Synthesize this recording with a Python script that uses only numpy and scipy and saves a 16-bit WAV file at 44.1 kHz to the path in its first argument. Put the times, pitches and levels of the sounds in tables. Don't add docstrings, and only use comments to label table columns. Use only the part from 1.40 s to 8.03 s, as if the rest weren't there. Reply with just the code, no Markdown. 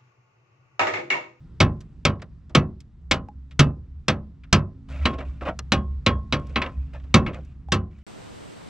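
import sys
import numpy as np
from scipy import signal
from scipy.fft import rfft, irfft
from scipy.io import wavfile

SR = 44100
rng = np.random.default_rng(int(sys.argv[2]) if len(sys.argv) > 2 else 0)


def how_loud(loudness_db):
    steps = np.asarray(loudness_db, float) / 20
    return 10 ** steps


def store_pcm(level_fs):
    pcm = np.round(np.clip(level_fs, -1, 1) * 32767).astype(np.int16)
    wavfile.write(sys.argv[1], SR, np.atleast_2d(pcm).T)


N = 292383


def at_hz(points, hz):
    return np.interp(np.log(hz), np.log(np.array(points)[:, 0] + 1e-9), np.array(points)[:, 1])


def in_time(rows):
    return np.interp(np.arange(N) / SR, *np.transpose(rows))


def rms_one(x):
    return x / np.sqrt(np.mean(x ** 2) + 1e-20)


def drift(rate):
    pole = np.exp(-80 * np.pi * rate / SR)
    noise = rng.standard_normal(N // 40 + 2002)
    slow = signal.lfilter([1], [1, -2 * pole, pole * pole], noise)[2000:]
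    return np.interp(np.arange(N) / 40, np.arange(len(slow)), rms_one(slow))


def ring(clicks, hz, t60):
    radius = how_loud(-60 / (t60 * SR))
    turn = 2 * np.pi * hz / SR
    poles = [1, -2 * radius * np.cos(turn), radius * radius]
    return signal.lfilter([0, np.sin(turn)], poles, clicks + 1e-18)


def bands(x):
    edges = 22 * 2 ** np.arange(0, 9.6, .5)
    for k, (low, high) in enumerate(zip(edges, edges[1:])):
        band_pass = signal.butter(3, [low, high], "band", fs=SR, output="sos")
        yield np.sqrt(low * high), signal.sosfilt(band_pass, x[k % 2])


# t/s, level/dB
RUMBLE_LEVEL = [(0, -48), (1.5, -54.5), (3.45, -52.5), (3.5, -48), (4.5, -48), (5.4, -47.5), (6.0, -50),
                (6.63, -54.5)]
# f/Hz, level/dB in 1 Hz
RUMBLE_COLOUR = [(12, -40), (20, -11), (49, 2.5), (81, -5), (109, -11), (148, -12.5), (263, -19),
                 (468, -39.5), (1290, -39.5), (1890, -47.5), (5990, -55.5), (8550, -65.5), (14000, -85.5)]
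# t/s, level/dB
ENGINE_LEVEL = [(0, -47), (.6, -48.5), (1.5, -50.5), (1.65, -46.5), (2.1, -43), (2.9, -46), (3.48, -49.5),
                (3.53, -32), (3.75, -31.5), (3.86, -41.5), (3.92, -34.5), (4.13, -37.5), (4.5, -32),
                (5.26, -34), (5.32, -50), (5.38, -34.5), (5.6, -40.5), (6.63, -44)]
# f/Hz, width/Hz, level/dB
ENGINE_TONES = [(132, 62, -7), (160.2, 18, -12), (215, 7, -18.5), (266.6, 1.8, -16.5), (444, 10, -35.5)]
ENGINE_HZ, ENGINE_WANDER_HZ, ENGINE_WAVER_DB = 68.4, 2.5, 4.5


def ambience():
    hum_level = how_loud(in_time(ENGINE_LEVEL) + ENGINE_WAVER_DB * drift(6.6))
    hum_hz = ENGINE_HZ + ENGINE_WANDER_HZ * drift(7.3)
    hum = np.sqrt(2) * hum_level * np.sin(2 * np.pi * np.cumsum(hum_hz) / SR)
    tones = np.zeros(N)
    for hz, width, level_db in ENGINE_TONES:
        t60 = 3.3 / width
        line = ring(ring(rng.standard_normal(N), hz, t60), hz, t60)
        tones += how_loud(level_db) * rms_one(line)
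    rumble = 0
    for hz, (mid, side) in bands(rng.standard_normal((2, 2, N))):
        level = how_loud(at_hz(RUMBLE_COLOUR, hz) + 0.84 * drift(5))
        rumble = rumble + level * (mid + 0.2 * side * [[1], [-1]])
    rumble_db = in_time(RUMBLE_LEVEL)
    return hum + how_loud(rumble_db + 8.5) * tones + how_loud(rumble_db + 6) * rms_one(rumble)


def colour_db(hits, hz):
    hits = np.array(hits)
    log_hz = np.log([140, 550, 2500, 7500, 15000])
    shape = [np.interp(np.log(hz), log_hz, [thump, panel, 0, edge, 1.6 * edge])
             for thump, panel, edge in hits[:, 2:5]]
    return hits[:, 1] + shape


def strike(hits, hz, level_db, t60, spread_s, vary_db, count=3):
    luck = rng.standard_normal((len(hits), 2 * count))
    touch = np.arange(count)
    late = np.abs(luck[:, :count]) * spread_s * touch + .35 / hz
    at = np.minimum(((np.array(hits)[:, :1] + late) * SR).astype(int), N - 1)
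    strength = how_loud(vary_db * luck[:, count:] - 2.2 * touch) * np.sign(luck[:, :count])
    clicks = np.zeros(N)
    np.add.at(clicks, at, how_loud(level_db)[:, None] * strength)
    return ring(clicks, hz, t60)


# f/Hz, level/dB in 1 Hz
STEEL_COLOUR = [(44, -30), (75, -4), (161, 3.5), (441, -9), (565, -6.5), (723, -19), (1330, -13),
                (1480, -21.5), (1620, -15.5), (1900, -20), (2720, -16), (7130, -25), (12500, -68),
                (16000, -86)]
# f/Hz, level/dB
AVERAGE_LEAN = [(140, 3.5), (550, 0), (2500, 4.5), (7500, -11), (15000, -32)]
# f/Hz, t60/s
DAMPING_T60 = [(50, 0.63), (130, 0.38), (350, 0.32), (920, 0.25), (2430, 0.11), (6400, 0.073)]


def dense_ring(hits, shorter, level_db, spread_s, count):
    out = np.zeros(N)
    for hz in np.linspace(9, 80, count) ** 2 * rng.uniform(.97, 1.03, count):
        steel_db = at_hz(STEEL_COLOUR, hz) - at_hz(AVERAGE_LEAN, hz)
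        mode_db = colour_db(hits, hz) + steel_db + 5 * np.log10(hz) + level_db
        t60 = at_hz(DAMPING_T60, hz) * shorter * how_loud(rng.normal(0, 0.9))
        out += strike(hits, hz, mode_db, t60, spread_s=spread_s, vary_db=4.0, count=4)
    return out


def crack(hits, shorter, level_db, rattle_db, snap_db):
    out = np.zeros((2, N))
    starts = (np.array(hits)[:, 0] * SR).astype(int)
    rattle = drift(76)
    for hz, (mid, side) in bands(rng.standard_normal((2, 2, N))):
        fall = np.zeros(N)
        for start, peak_db, share in zip(starts, colour_db(hits, hz), shorter):
            age = np.arange(min(N - start, SR // 2)) / SR
            turns = age / (share * at_hz(DAMPING_T60, hz))
            rise = 1 - np.exp(-age * min(hz * 0.2, 600))
            tail_and_snap = how_loud(-60 * turns) + how_loud(snap_db - 280 * turns)
            fall[start:start + len(age)] += how_loud(peak_db) * rise * tail_and_snap
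        lumps_db = rattle_db * (rattle + 0.33 * drift(44))
        steel_db = at_hz(STEEL_COLOUR, hz) - at_hz(AVERAGE_LEAN, hz)
        out += fall * how_loud(steel_db + level_db + lumps_db) * (mid + 0.21 * side * [[1], [-1]])
    return out


def soft(x):
    return signal.sosfilt(signal.butter(4, 7000, fs=SR, output="sos"), x)


# t/s, peak level/dB, thump/dB, edge/dB, bracket ring/dB
HAMMER_BLOWS = [(0.2029, -6, -7.5, -16.5, -12.5), (0.6511, -9, -10.5, -16.5, 8),
                (1.1494, -7.5, -6.5, -16.5, -6), (1.7116, -9.5, -13, -12, 3), (2.1925, -9, -3.5, -10.5, -1),
                (2.682, -10.5, -11, -16.5, -7), (3.1272, -7, -8, -12, -1), (3.6542, -12.5, -10, -25, 9),
                (4.3198, -10.5, -8, -14.5, 7.4), (4.663, -9, -11, -20.5, 8), (4.9247, -12, -12, -19, 4),
                (5.1583, -11, -19.5, -35, 3), (5.218, -16, -27.5, -35.5, -3),
                (5.7418, -6.5, -5.5, -14.5, -2), (5.8637, -22.5, -11, -39.5, -7.5),
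                (6.32, -11, -10, -12.5, -10.5)]
# f/Hz, level/dB, t60/s
FRAME_MODES = [(96, -1.5, 0.43), (144.5, 2, 0.3), (209, -4.5, 0.46), (366, -8.5, 0.4), (508.2, -2.5, 0.17),
               (654, -14.5, 0.2), (787, -10, 0.23), (1031, -13, 0.29), (1106, -11.5, 0.23),
               (1150, -14.5, 0.13), (1244, -7.5, 0.13), (1314, -7.5, 0.14), (1370, -21.5, 0.057),
               (1590, -20.5, 0.06), (1784, -16.5, 0.074), (1994, -20.5, 0.12), (2120, -19.5, 0.088),
               (2199, -8, 0.065), (2260, -14, 0.09), (2474, -20.5, 0.12), (2620, -19.5, 0.16),
               (2916, -17.5, 0.14), (3305, -19, 0.085), (3380, -7.5, 0.014)]
# f/Hz, level/dB, t60/s
BRACKET_MODES = [(1079, -20, 0.34), (1150, -27.5, .2), (2046, -38, .09), (3300, -29, 0.17),
                 (3980, -13.5, 0.06), (3010, -18, .07), (350, -28, 0.26), (235.4, -15, .19)]
# f/Hz, level/dB against the thump, t60/s
BODY_BOOM = [(69, -6.5, .4), (42, -13.5, .35)]
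BRACKET_FREED_S = 3.488
BLOW_PANEL_DB, PANEL_FOLLOWS = -8.5, .35
BOOM_SWELL_T60_S = 0.13


def hammer():
    s, peak_db, thump_db, edge_db, bracket_db = np.transpose(HAMMER_BLOWS)
    panel_db = BLOW_PANEL_DB + PANEL_FOLLOWS * thump_db
    blows = np.transpose([s, peak_db, thump_db, panel_db, edge_db])
    rings = dense_ring(blows, shorter=0.85, level_db=-22.5, spread_s=.003, count=160)
    for hz, mode_db, t60 in FRAME_MODES:
        level_db = colour_db(blows, hz) + mode_db - 4.5
        rings += strike(blows, hz, level_db, 0.92 * t60, spread_s=.004, vary_db=3.0)
    held_db = np.where(s < BRACKET_FREED_S, -20, 0)
    for hz, mode_db, t60 in BRACKET_MODES:
        level_db = peak_db + bracket_db + held_db + mode_db
        rings += strike(blows, hz, level_db, t60, spread_s=.002, vary_db=-1.0, count=1)
    for hz, mode_db, t60 in BODY_BOOM:
        level_db = peak_db + thump_db + mode_db
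        push = strike(blows, hz, level_db, BOOM_SWELL_T60_S, spread_s=0, vary_db=2.0, count=1)
        rings += ring(push, hz, t60) * 2 * np.log(1000) / (BOOM_SWELL_T60_S * SR)
    cracks = crack(blows, [1.15] * len(blows), level_db=14.5, rattle_db=2.5, snap_db=13.0)
    return soft(rings) + cracks


# t/s, peak level/dB, body/dB, edge/dB, decay share of the steel's t60
LOOSE_TICKS = [(0.405, -49, -8, -4, 0.78), (0.7544, -48.5, 2, -34, 0.3), (0.7953, -48, -12, -38, 0.81),
               (0.8181, -32.5, -7.5, -18, 0.53), (1.0948, -51.5, 6, -14, 0.78),
               (1.4035, -48, -21.5, -2.5, 0.54), (2.109, -39.5, -25, -22, 0.81),
               (3.0358, -35.5, -24, -33.5, 0.55), (3.7352, -36, -6, -35, 0.61),
               (3.7853, -30.5, -4, -30, 0.6), (3.8024, -33.5, -8.5, -61, 0.88),
               (4.01, -28.5, -4.5, -44, 0.29), (4.0833, -24, 6, -28, 0.1), (4.1901, -18, -13, -5, 0.19),
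               (4.9966, -51, -9, -4.5, 0.37), (5.068, -53, -13, -2, 0.37), (5.094, -47.5, 5, -16.5, 0.67),
               (5.261, -17, -20, -46, 0.41), (5.47, -58.5, -3, -23, 0.31), (5.5484, -39.5, -1, -45, 0.29),
               (5.599, -45.5, -16, -32, 0.33), (5.639, -48.5, -3, -21.5, 0.46), (5.944, -39, 3.5, -8, 0.18),
               (5.9839, -51.5, 16.5, -25, 0.39), (6.0476, -61.5, -15, 8.5, 0.37)]
# t/s, peak level/dB, f/Hz
HANDLE_TAPS = [(1.886, -33, 830), (6.286, -35, 798)]
TICK_THUMP_DB = -3


def loose_parts():
    s, peak_db, body_db, edge_db, share = np.transpose(LOOSE_TICKS)
    ticks = np.transpose([s, peak_db, body_db + TICK_THUMP_DB, body_db, edge_db])
    out = crack(ticks, np.clip(share, .05, 2), level_db=22.5, rattle_db=2.0, snap_db=-2.0)
    out += soft(dense_ring(ticks, shorter=.3, level_db=-26.0, spread_s=0.0017, count=60))
    taps = [(s, peak_db, -5, -8, -15) for s, peak_db, hz in HANDLE_TAPS]
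    out += crack(taps, [.15] * len(taps), level_db=12.0, rattle_db=2, snap_db=6.0)
    for s, peak_db, hz in HANDLE_TAPS:
        out += strike([(s, peak_db)], hz, np.array([peak_db]), t60=.07, spread_s=0, vary_db=0, count=1)
    return out


# start t/s, length/s, level/dB, tilt/dB per octave, fade/dB per s
DRAGS = [(3.485, 0.22, -46, 5, 300), (3.725, 0.021, -40, -0.5, 897.5), (3.78, .03, -37.5, 0, 600.5),
         (3.847, .02, -57.5, 7, 63.5), (4.008, 0.022, -36.5, -0.5, 501), (4.05, 0.041, -30.5, -1, 700),
         (5.01, 0.29, -59.5, 9, 203), (5.232, 0.044, -41.5, -0.5, 801), (5.315, 0.81, -67.5, 6, 194),
         (5.53, 0.028, -46.5, 2.5, 652), (5.868, 0.013, -35.5, -1.5, 450.5),
         (5.929, 0.017, -41.5, 2, 420.5), (6.502, .13, -65.5, 9.5, 199)]
DRAG_ATTACK_S = 0.005


def drags():
    start, length, level_db, tilt, fade = np.transpose(DRAGS)[:, :, None]
    age = np.arange(N) / SR - start
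    fade_db = np.abs(fade) * np.maximum(age - length, 0)
    each = np.clip(age / DRAG_ATTACK_S, 0, 1) * how_loud(level_db - fade_db) + 1e-9
    power = each ** 2
    return each.sum(axis=0), (tilt.clip(-6, 6) * power).sum(axis=0) / power.sum(axis=0)


# f/Hz, level/dB in 1 Hz
GRIT_COLOUR = [(180, -34), (300, 6.5), (434, -25), (571, -2), (881, -15), (1050, -8.5), (2070, -15.5),
               (2590, -11), (3090, -20.5), (7240, -36.5), (14000, -67)]


def scrapes():
    level, tilt = drags()
    grain_db = 3.1 * np.minimum(rng.exponential(1, N), 5) + 1.8 * drift(70)
    grains = rng.standard_normal((2, 2, N)) * how_loud(grain_db)
    out = 0
    for hz, (mid, side) in bands(grains):
        band_db = at_hz(GRIT_COLOUR, hz) + tilt * np.log2(hz / 1500) + drift(21)
        out = out + level * how_loud(band_db) * (mid + 0.053 * side * [[1], [-1]])
    caught = rng.random(N) < 1500 / SR
    snags = level * caught * how_loud(3.1 * np.minimum(rng.exponential(1, N), 4))
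    dealt = rng.integers(0, 24, N)
    for k, hz in enumerate(np.geomspace(450, 3600, 24)):
        clatter_db = at_hz(GRIT_COLOUR, hz) + tilt * np.log2(hz / 1500) - 8
        out = out + how_loud(clatter_db) * ring(snags * (dealt == k), hz, 76.0 / hz + 0.025)
    return out * how_loud(7.5)


# f/Hz, level/dB
LEFT_LEAN_DB = [(100, -0.72), (1000, -0.45), (2500, 1.1), (6000, -1.05), (13000, -1.5)]
LEFT_LAG_RAD, LAG_KNEE_HZ = 1, 4030


def scene():
    left, right = ambience() + hammer() + loose_parts() + scrapes()
    hz = np.fft.rfftfreq(N + 1, 1 / SR)
    lag = np.exp(-1j * LEFT_LAG_RAD * np.tanh(hz / LAG_KNEE_HZ))
    lean = how_loud(at_hz(LEFT_LEAN_DB, hz + 1))
    left = irfft(rfft(left, N + 1) * lag * lean, N + 1)[:N]
    return np.array([left, right])


def band_limit(x):
    return signal.sosfilt(signal.butter(12, 16320, fs=SR, output="sos"), x)


def record(dry):
    mix = 1.29 * np.tanh(dry / 1.41)
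    return band_limit(mix)


dry = scene()
out = record(dry)
store_pcm(out)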